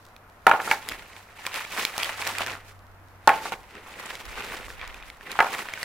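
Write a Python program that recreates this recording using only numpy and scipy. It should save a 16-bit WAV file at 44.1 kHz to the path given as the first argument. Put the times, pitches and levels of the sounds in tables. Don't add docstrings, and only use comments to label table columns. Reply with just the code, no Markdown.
import sys
import numpy as np
from scipy import signal
from scipy.fft import rfft, irfft
from scipy.io import wavfile
from scipy.ndimage import uniform_filter1d

SR = 44100
rng = np.random.default_rng(int(sys.argv[2]) if len(sys.argv) > 2 else 0)


def master(y):
    cut = np.clip(np.atleast_2d(y).T, -1, 1)
    pcm = np.round(cut * 32767)
    wavfile.write(sys.argv[1], SR, pcm.astype(np.int16))


def invert_db(level):
    return 10 ** (np.asarray(level, dtype=float) / 20)


N = 257544
TIME = np.arange(N) / SR

# freq_hz, level_db
CRACK_SPECTRUM = [(1500, -15.5), (4000, -1.5), (8000, -9), (13000, -14), (16000, -15)]
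# freq_hz, level_db
SIDE_SPECTRUM = [(60, -26), (250, -31.5), (700, -13.5), (1400, -10), (3000, -4.5), (6000, -2),
                 (12000, -0.5)]


def unit(x):
    return x / np.sqrt(np.mean(x ** 2))


def response(points, size=2048):
    hz, db = np.transpose(points)
    freq = np.maximum(np.arange(size // 2 + 1) * SR / size, 1)
    log_gain = np.interp(np.log(freq), np.log(hz), db) * np.log(10) / 20
    cepstrum = irfft(log_gain)
    cepstrum[1:size // 2] *= 2
    cepstrum[size // 2 + 1:] = 0
    return irfft(np.exp(rfft(cepstrum)))


def colour(x, points):
    return signal.fftconvolve(x, response(points))[:len(x)]


def walk(rate):
    k = int(SR / rate)
    steps = np.repeat(rng.standard_normal(N // k + 1), k)
    smooth = uniform_filter1d(uniform_filter1d(steps, k), k)
    return unit(smooth[:N])


def ring(hz, t60, t):
    return np.sin(2 * np.pi * hz * t) * np.exp(-np.log(1000) * t / t60)


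def burst(t, t60, points, lumpy_db=0.):
    taps = invert_db(lumpy_db * np.repeat(rng.standard_normal(len(t) // 64), 64))
    decay = np.exp(-np.log(1000) * t / t60)
    x = colour(taps * rng.standard_normal(len(t)) * decay, points)
    return x / np.abs(x).max()


def pair(mid, side, points):
    return mid + colour(side, points) * np.array([[1], [-1]])


def add(out, s, x):
    i = int(s * SR)
    x = x[..., :N - i]
    out[:, i:i + x.shape[-1]] += x


def swell(s, db, fall_s, rise):
    round_top = 0.07
    late = (TIME - s) / fall_s
    away = np.maximum(late, -late / rise)
    return invert_db(db - 20 * (np.hypot(away, round_top) - round_top))


def logs():
    # start_s, body_peak_db, brightest_hz, crack_db (against the body)
    knocks = [(0.4673, 0, 1690, -16.5), (0.4694, -2, 747, -14.5), (.479, -3.5, 835, -36),
              (.495, -8.5, 900, -17), (.514, -1, 1460, -61.5), (.537, -11.5, 1010, -34.5),
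              (.549, -16, 900, -29), (.594, -20, 794, -31), (.600, -15, 1670, -29.5),
              (.676, -16.5, 1400, -26.5), (0.7131, -4, 2350, -15), (3.2745, -4, 750, -9),
              (3.278, 0.5, 1010, -29), (3.292, -3, 1520, -19), (3.303, -17, 1020, -26),
              (3.319, -16, 1220, -29), (3.456, -20, 1100, -20), (3.521, -17, 785, -13),
              (5.390, -3.5, 1400, -34), (5.404, -2, 1800, -21.5), (5.426, -12, 890, -17.5),
              (5.445, -14, 1260, -17), (5.466, -17.5, 1323, -26), (5.551, -23, 1127, -16)]
    # freq_hz, level_db, t60_s
    modes = [(265, -13, 0.095), (504, -21, 0.05), (610, -1, 0.02), (803, 1.5, 0.026), (908, 7, 0.028),
             (1100, 6, 0.016), (1307, 3.5, 0.019), (1401, -1.5, 0.029), (1652, 3.5, 0.01493),
             (2000, -4.5, 0.036), (2300, 1.5, 0.017), (2500, 4, 0.0067), (2930, -17, 0.0046)]
    # freq_hz, level_db
    pile = [(120, -24), (250, -10.5), (450, -5.5), (800, 5.5), (950, 3.5), (1400, 0.5), (2300, -6.5),
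            (3500, -17.5), (6000, -32), (14000, -35)]
    out, t = np.zeros((2, N)), np.arange(8192) / SR
    hz, db, t60 = np.transpose(modes)[:, :, None]
    for s, peak_db, bright_hz, crack_db in knocks:
        chance = rng.standard_normal((2, len(modes), 1))
        octaves_away = np.abs(np.log2(hz / bright_hz))
        weight = invert_db(2 * chance[0]) * invert_db(db - 11 * octaves_away)
        body = np.sum(weight * ring(hz * (1 + .02 * chance[1]), t60, t), axis=0)
        body *= 1 - np.exp(-t / 0.0006)
        crack = pair(burst(t, 0.012, CRACK_SPECTRUM), burst(t, 0.024, CRACK_SPECTRUM), SIDE_SPECTRUM)
        clack = pair(burst(t, 0.034, pile), burst(t, 0.018, pile), SIDE_SPECTRUM)
        rattle_mid = burst(t, 0.16, pile, lumpy_db=4.0)
        rattle_side = burst(t, 0.22, pile, lumpy_db=2.0)
        rattle = pair(rattle_mid, rattle_side, SIDE_SPECTRUM) * (1 - np.exp(-t / 0.005))
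        rocking = signal.fftconvolve(burst(t, 0.13, pile, lumpy_db=4.), body)[:len(t)]
        knock = body / np.abs(body).max()
        knock = knock + invert_db(-10.0) * clack + invert_db(-10) * rattle
        knock = knock + invert_db(-15) * rocking / np.abs(rocking).max()
        add(out, s, invert_db(peak_db) * (knock + invert_db(crack_db) * crack))
    return out


def crackle(per_s, spread_db):
    sizes = invert_db(spread_db * np.minimum(rng.exponential(size=N), 4))
    return unit((rng.random(N) < per_s / SR) * rng.standard_normal(N) * sizes)


def sheet_rings(rings, shared, per_s, share, slide):
    out = 0
    for hz, db, width in rings:
        b, a = signal.iirpeak(hz, hz / width, fs=SR)
        flutter = invert_db(2 * walk(60))
        own = crackle(per_s, 3.2)
        kicks = own + share * shared + slide * rng.standard_normal(N)
        rung = signal.lfilter(b, a, signal.lfilter(b, a, kicks * flutter))
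        out = out + invert_db(db) * unit(rung)
    return unit(out)


def sack():
    # strongest_s, crackle_db, fall_s (by 20 dB),
    # fine_db and thump_db (both against the crackle)
    tugs = [(0.657, -36.5, 0.14, -3.5, -7.5), (.72, -35.5, 0.081, -5, -13.5), (0.906, -39.5, 0.21, -9, -10),
            (1.155, -49.5, 0.23, -6, -17.5), (1.315, -55.5, 0.123, -11, -23.5),
            (1.40, -46, 0.084, -8.5, -20), (1.466, -38.5, 0.091, -8, -25),
            (1.572, -32.5, 0.1693, -8.5, -21.5), (1.73, -37, 0.072, -7.5, -25),
            (1.798, -31.5, 0.16, -6.5, -16), (1.99, -33.5, 0.15, -8.5, -18), (2.04, -30.5, 0.19, -9.5, -21),
            (2.22, -33, 0.16, -6, -17), (2.285, -32.5, .15, -7, -15), (2.406, -27, 0.099, -14.5, -18.5),
            (2.508, -32.5, 0.097, -13, -13), (2.685, -50, 0.092, -5.5, -16), (3.362, -39, 0.13, -8, -6),
            (3.462, -37, 0.109, -6, -6), (3.532, -37, 0.026, -13, -5), (3.771, -43.5, 0.089, -23.5, -4),
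            (3.945, -57.5, 0.05, -30, 5), (4.092, -40, 0.59, -9.5, -11), (4.394, -34.5, 0.12, -14.5, -10.5),
            (4.502, -36.5, .25, -10, -9), (4.70, -48, .12, -4, -6), (4.841, -41, .18, -21, -24),
            (4.97, -46, 0.18, -12.5, -15), (5.086, -45.5, 0.084, -9.5, -18),
            (5.291, -39.5, 0.12, -14, -9.5), (5.377, -39.5, 0.15, -12, -24.5), (5.47, -40, 0.2, -6, -8),
            (5.555, -35, .15, -8, -12), (5.63, -41, .12, -8, -19), (5.72, -40, .2, -14, -29),
            (5.832, -38.5, 0.28, -7.5, -25)]
    # freq_hz, level_db, width_hz (of each of two filter passes)
    body_rings = [(490, -10, 624), (750, -3.5, 660), (1068, 2, 800), (1400, -2, 470), (1870, 3.5, 820),
                  (2350, 2, 1050), (2860, -6.5, 970), (3530, -9.5, 950)]
    # freq_hz, level_db, width_hz (of each of two filter passes)
    treble_rings = [(4000, 8, 4400), (6100, -5, 4500), (7400, 1, 3900), (10100, 0, 5280), (13100, -1, 7900)]
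    # freq_hz, level_db
    thump_spectrum = [(60, -22), (120, -4), (300, 1), (500, 4.5), (800, -40.5)]
    pulls = np.array([swell(s, db, fall_s, 0.78) for s, db, fall_s, _, _ in tugs])
    shares = invert_db(np.array([[0, fine_db, thump_db] for *_, fine_db, thump_db in tugs]))
    gains = np.sqrt(shares.T ** 2 @ pulls ** 2) * invert_db(2 * walk(90))
    creases = crackle(700., 2.4)
    channels = []
    for _ in range(2):
        body = sheet_rings(body_rings, creases, per_s=280., share=0.97, slide=.8)
        treble = sheet_rings(treble_rings, creases, per_s=610.0, share=1.0, slide=1.2)
        thump = unit(colour(crackle(900., 1.5) + 0.3 * creases, thump_spectrum))
        channels.append(gains[0] * body + gains[1] * treble + gains[2] * thump)
    mid, side = channels
    return pair(mid, side - 0.13 * mid, SIDE_SPECTRUM)


def snaps():
    # start_s, ring_peak_db, ring_hz, click_db (not relative to the ring)
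    folds = [(0.1643, -36.5, 2470, -38), (0.651, -42, 2170, -32), (0.8882, -20.5, 2000, -16.5),
             (0.896, -24, 3340, -27), (0.9157, -22, 1300, -45), (1.1323, -33, 2140, -50),
             (1.1654, -29, 2300, -47.5), (1.4528, -20, 1740, -39.5), (1.466, -11.5, 2400, -16.5),
             (1.5426, -29, 1110, -19), (1.5593, -20, 2410, -26), (1.6504, -23.5, 2380, -36),
             (1.72, -29, 1360, -28), (1.8514, -10.5, 2310, -9), (1.9799, -16, 900, -13),
             (2.0016, -21, 2350, -30), (2.0324, -11.5, 3300, -16), (2.0451, -16, 3180, -20),
             (2.2173, -18.5, 2572, -26), (2.274, -25, 1290, -14.5), (2.3843, -14.5, 2460, -17.5),
             (2.408, -15, 1050, -33), (2.464, -18, 1780, -19.5), (2.4717, -18, 1644, -26),
             (2.503, -27, 2080, -28), (2.5527, -24, 1400, -42), (3.753, -34, 1920, -40.5),
             (4.003, -36, 2400, -33), (4.1535, -23.5, 2190, -29), (4.254, -39.5, 1370, -28),
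             (4.381, -26, 1560, -42), (4.683, -27.5, 1170, -40), (4.703, -24, 1750, -44),
             (4.8143, -20.5, 2350, -55), (4.877, -27, 2300, -30.5), (4.944, -26.5, 2500, -37),
             (5.0258, -28.5, 2467, -44), (5.101, -26.5, 2230, -31), (5.21, -28, 1790, -46),
             (5.3167, -29, 2500, -20.5), (5.3655, -28, 1440, -47), (5.5311, -23, 1140, -26),
             (5.548, -18, 2240, -27), (5.584, -22.5, 2220, -26.5), (5.6871, -19, 1840, -42),
             (5.7373, -16, 2310, -24), (5.776, -22.5, 1580, -45), (5.8303, -14.5, 1930, -17.5)]
    out, t = np.zeros((2, N)), np.arange(1024) / SR
    for s, peak_db, hz, treble_db in folds:
        sheet = ring(hz, 0.0094, t) + .5 * ring(1.403 * hz, 0.0084, t) + 0.09 * ring(hz, 0.034, t)
        click = pair(burst(t, 0.0066, CRACK_SPECTRUM), burst(t, 0.0046, CRACK_SPECTRUM), SIDE_SPECTRUM)
        add(out, s, invert_db(peak_db) * sheet / np.abs(sheet).max() + invert_db(treble_db) * click)
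    return out


def fire():
    flicker = invert_db(4 * walk(14.1))
    mid, side = (unit(colour(crackle(63.0, 2.5) + 0.89 * rng.standard_normal(N), CRACK_SPECTRUM))
                 for _ in range(2))
    return invert_db(-70.5) * flicker * pair(mid, side, SIDE_SPECTRUM)


def yard(x, t60, wet_db):
    # freq_hz, level_db
    echo_spectrum = [(150, -10.5), (500, -1.5), (900, -3), (1500, -6.5), (2500, -17.5), (5000, -7.5),
                     (14000, -2)]
    t = np.arange(int(.4 * SR)) / SR
    shape = np.exp(-np.log(1000) * t / t60) * (1 - np.exp(-t / 0.0076))
    uneven = invert_db(1.5 * walk(145)[:len(t)])
    tail = unit(colour(rng.standard_normal(len(t)) * uneven, echo_spectrum)) * shape
    side = colour(rng.standard_normal(len(t)) * shape, echo_spectrum)
    equal_energy = np.sqrt(np.sum(tail ** 2) / np.sum(side ** 2))
    side = colour(side * equal_energy, SIDE_SPECTRUM)
    return invert_db(wet_db) * np.array([signal.fftconvolve(x, tail + k * side)[:N] for k in (1, -1)])


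def ports(x):
    # freq_hz, difference_db
    left_bias = [(110, 0.2), (1000, -0.6), (3000, -1.88), (8000, -1), (14000, -5)]
    return np.array([colour(v, [(hz, k * db / 2) for hz, db in left_bias]) for v, k in zip(x, (1, -1))])


def town():
    # freq_hz, level_db (per Hz)
    spectrum = [(20, -15), (40, -16), (70, -17), (130, -22.5), (250, -23.5), (420, -25), (714, -21),
                (1440, -23.5), (2400, -34), (3620, -44.5), (8000, -52), (14000, -45.5), (16000, -60)]
    # freq_hz, level_db
    side_spectrum = [(20, -16), (70, -20.5), (250, -14), (1000, -6.5), (3000, 0.5), (12000, 0.5)]
    mid = unit(colour(rng.standard_normal(N), spectrum))
    side = unit(colour(rng.standard_normal(N), spectrum))
    return invert_db(-53 + 0.52 * walk(1)) * pair(mid, side, side_spectrum)


def hum():
    # time_s, rms_db
    course = [(0.0, -63), (1.01, -58.5), (1.72, -66), (2.4, -51), (3.15, -54.5), (3.4, -61), (4.1, -68),
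              (4.73, -58), (5.0, -73), (5.84, -69.5)]
    s, db = np.transpose(course)
    phase = 2 * np.pi * np.cumsum(95 + 0.91 * walk(2.8)) / SR
    return np.sqrt(2) * invert_db(np.interp(TIME, s, db) + 0.99 * walk(13)) * np.sin(phase)


def wind():
    # (by 20 dB; symmetric, so its sign is immaterial)
    gusts = [(.94, -49, 0.27), (2.03, -62, .6), (2.75, -54, -0.8), (3.56, -54, 0.4), (4.3, -43, 0.2),
             (4.6, -52, .5), (4.86, -44, -0.5)]
    gain = invert_db(-73) + sum(swell(s, db, fall_s, 1.0) for s, db, fall_s in gusts)
    low = signal.butter(4, [22, 66], "bandpass", fs=SR, output="sos")
    noise = unit(signal.sosfilt(low, rng.standard_normal((2, N))))
    port_gains = np.array([[.5], [.7]])
    return gain * (noise + 0.15 * noise[::-1]) * port_gains


def scene():
    wood, bag = logs(), snaps() + sack()
    echo = yard(wood.mean(0), t60=0.34, wet_db=-40.5) + yard(bag.mean(0), t60=0.32, wet_db=-42.5)
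    return ports(wood + bag + echo + fire()) + town() + hum() + wind()


def roll_off(x):
    return signal.sosfilt(signal.butter(12, 16960, fs=SR, output="sos"), x)


def record(dry):
    cut = signal.ellip(6, .3, 25, 15800, fs=SR, output="sos")
    mix = signal.sosfilt(cut, np.clip(dry, -1, 1))
    return roll_off(mix)


dry = scene()
out = record(dry)
master(out)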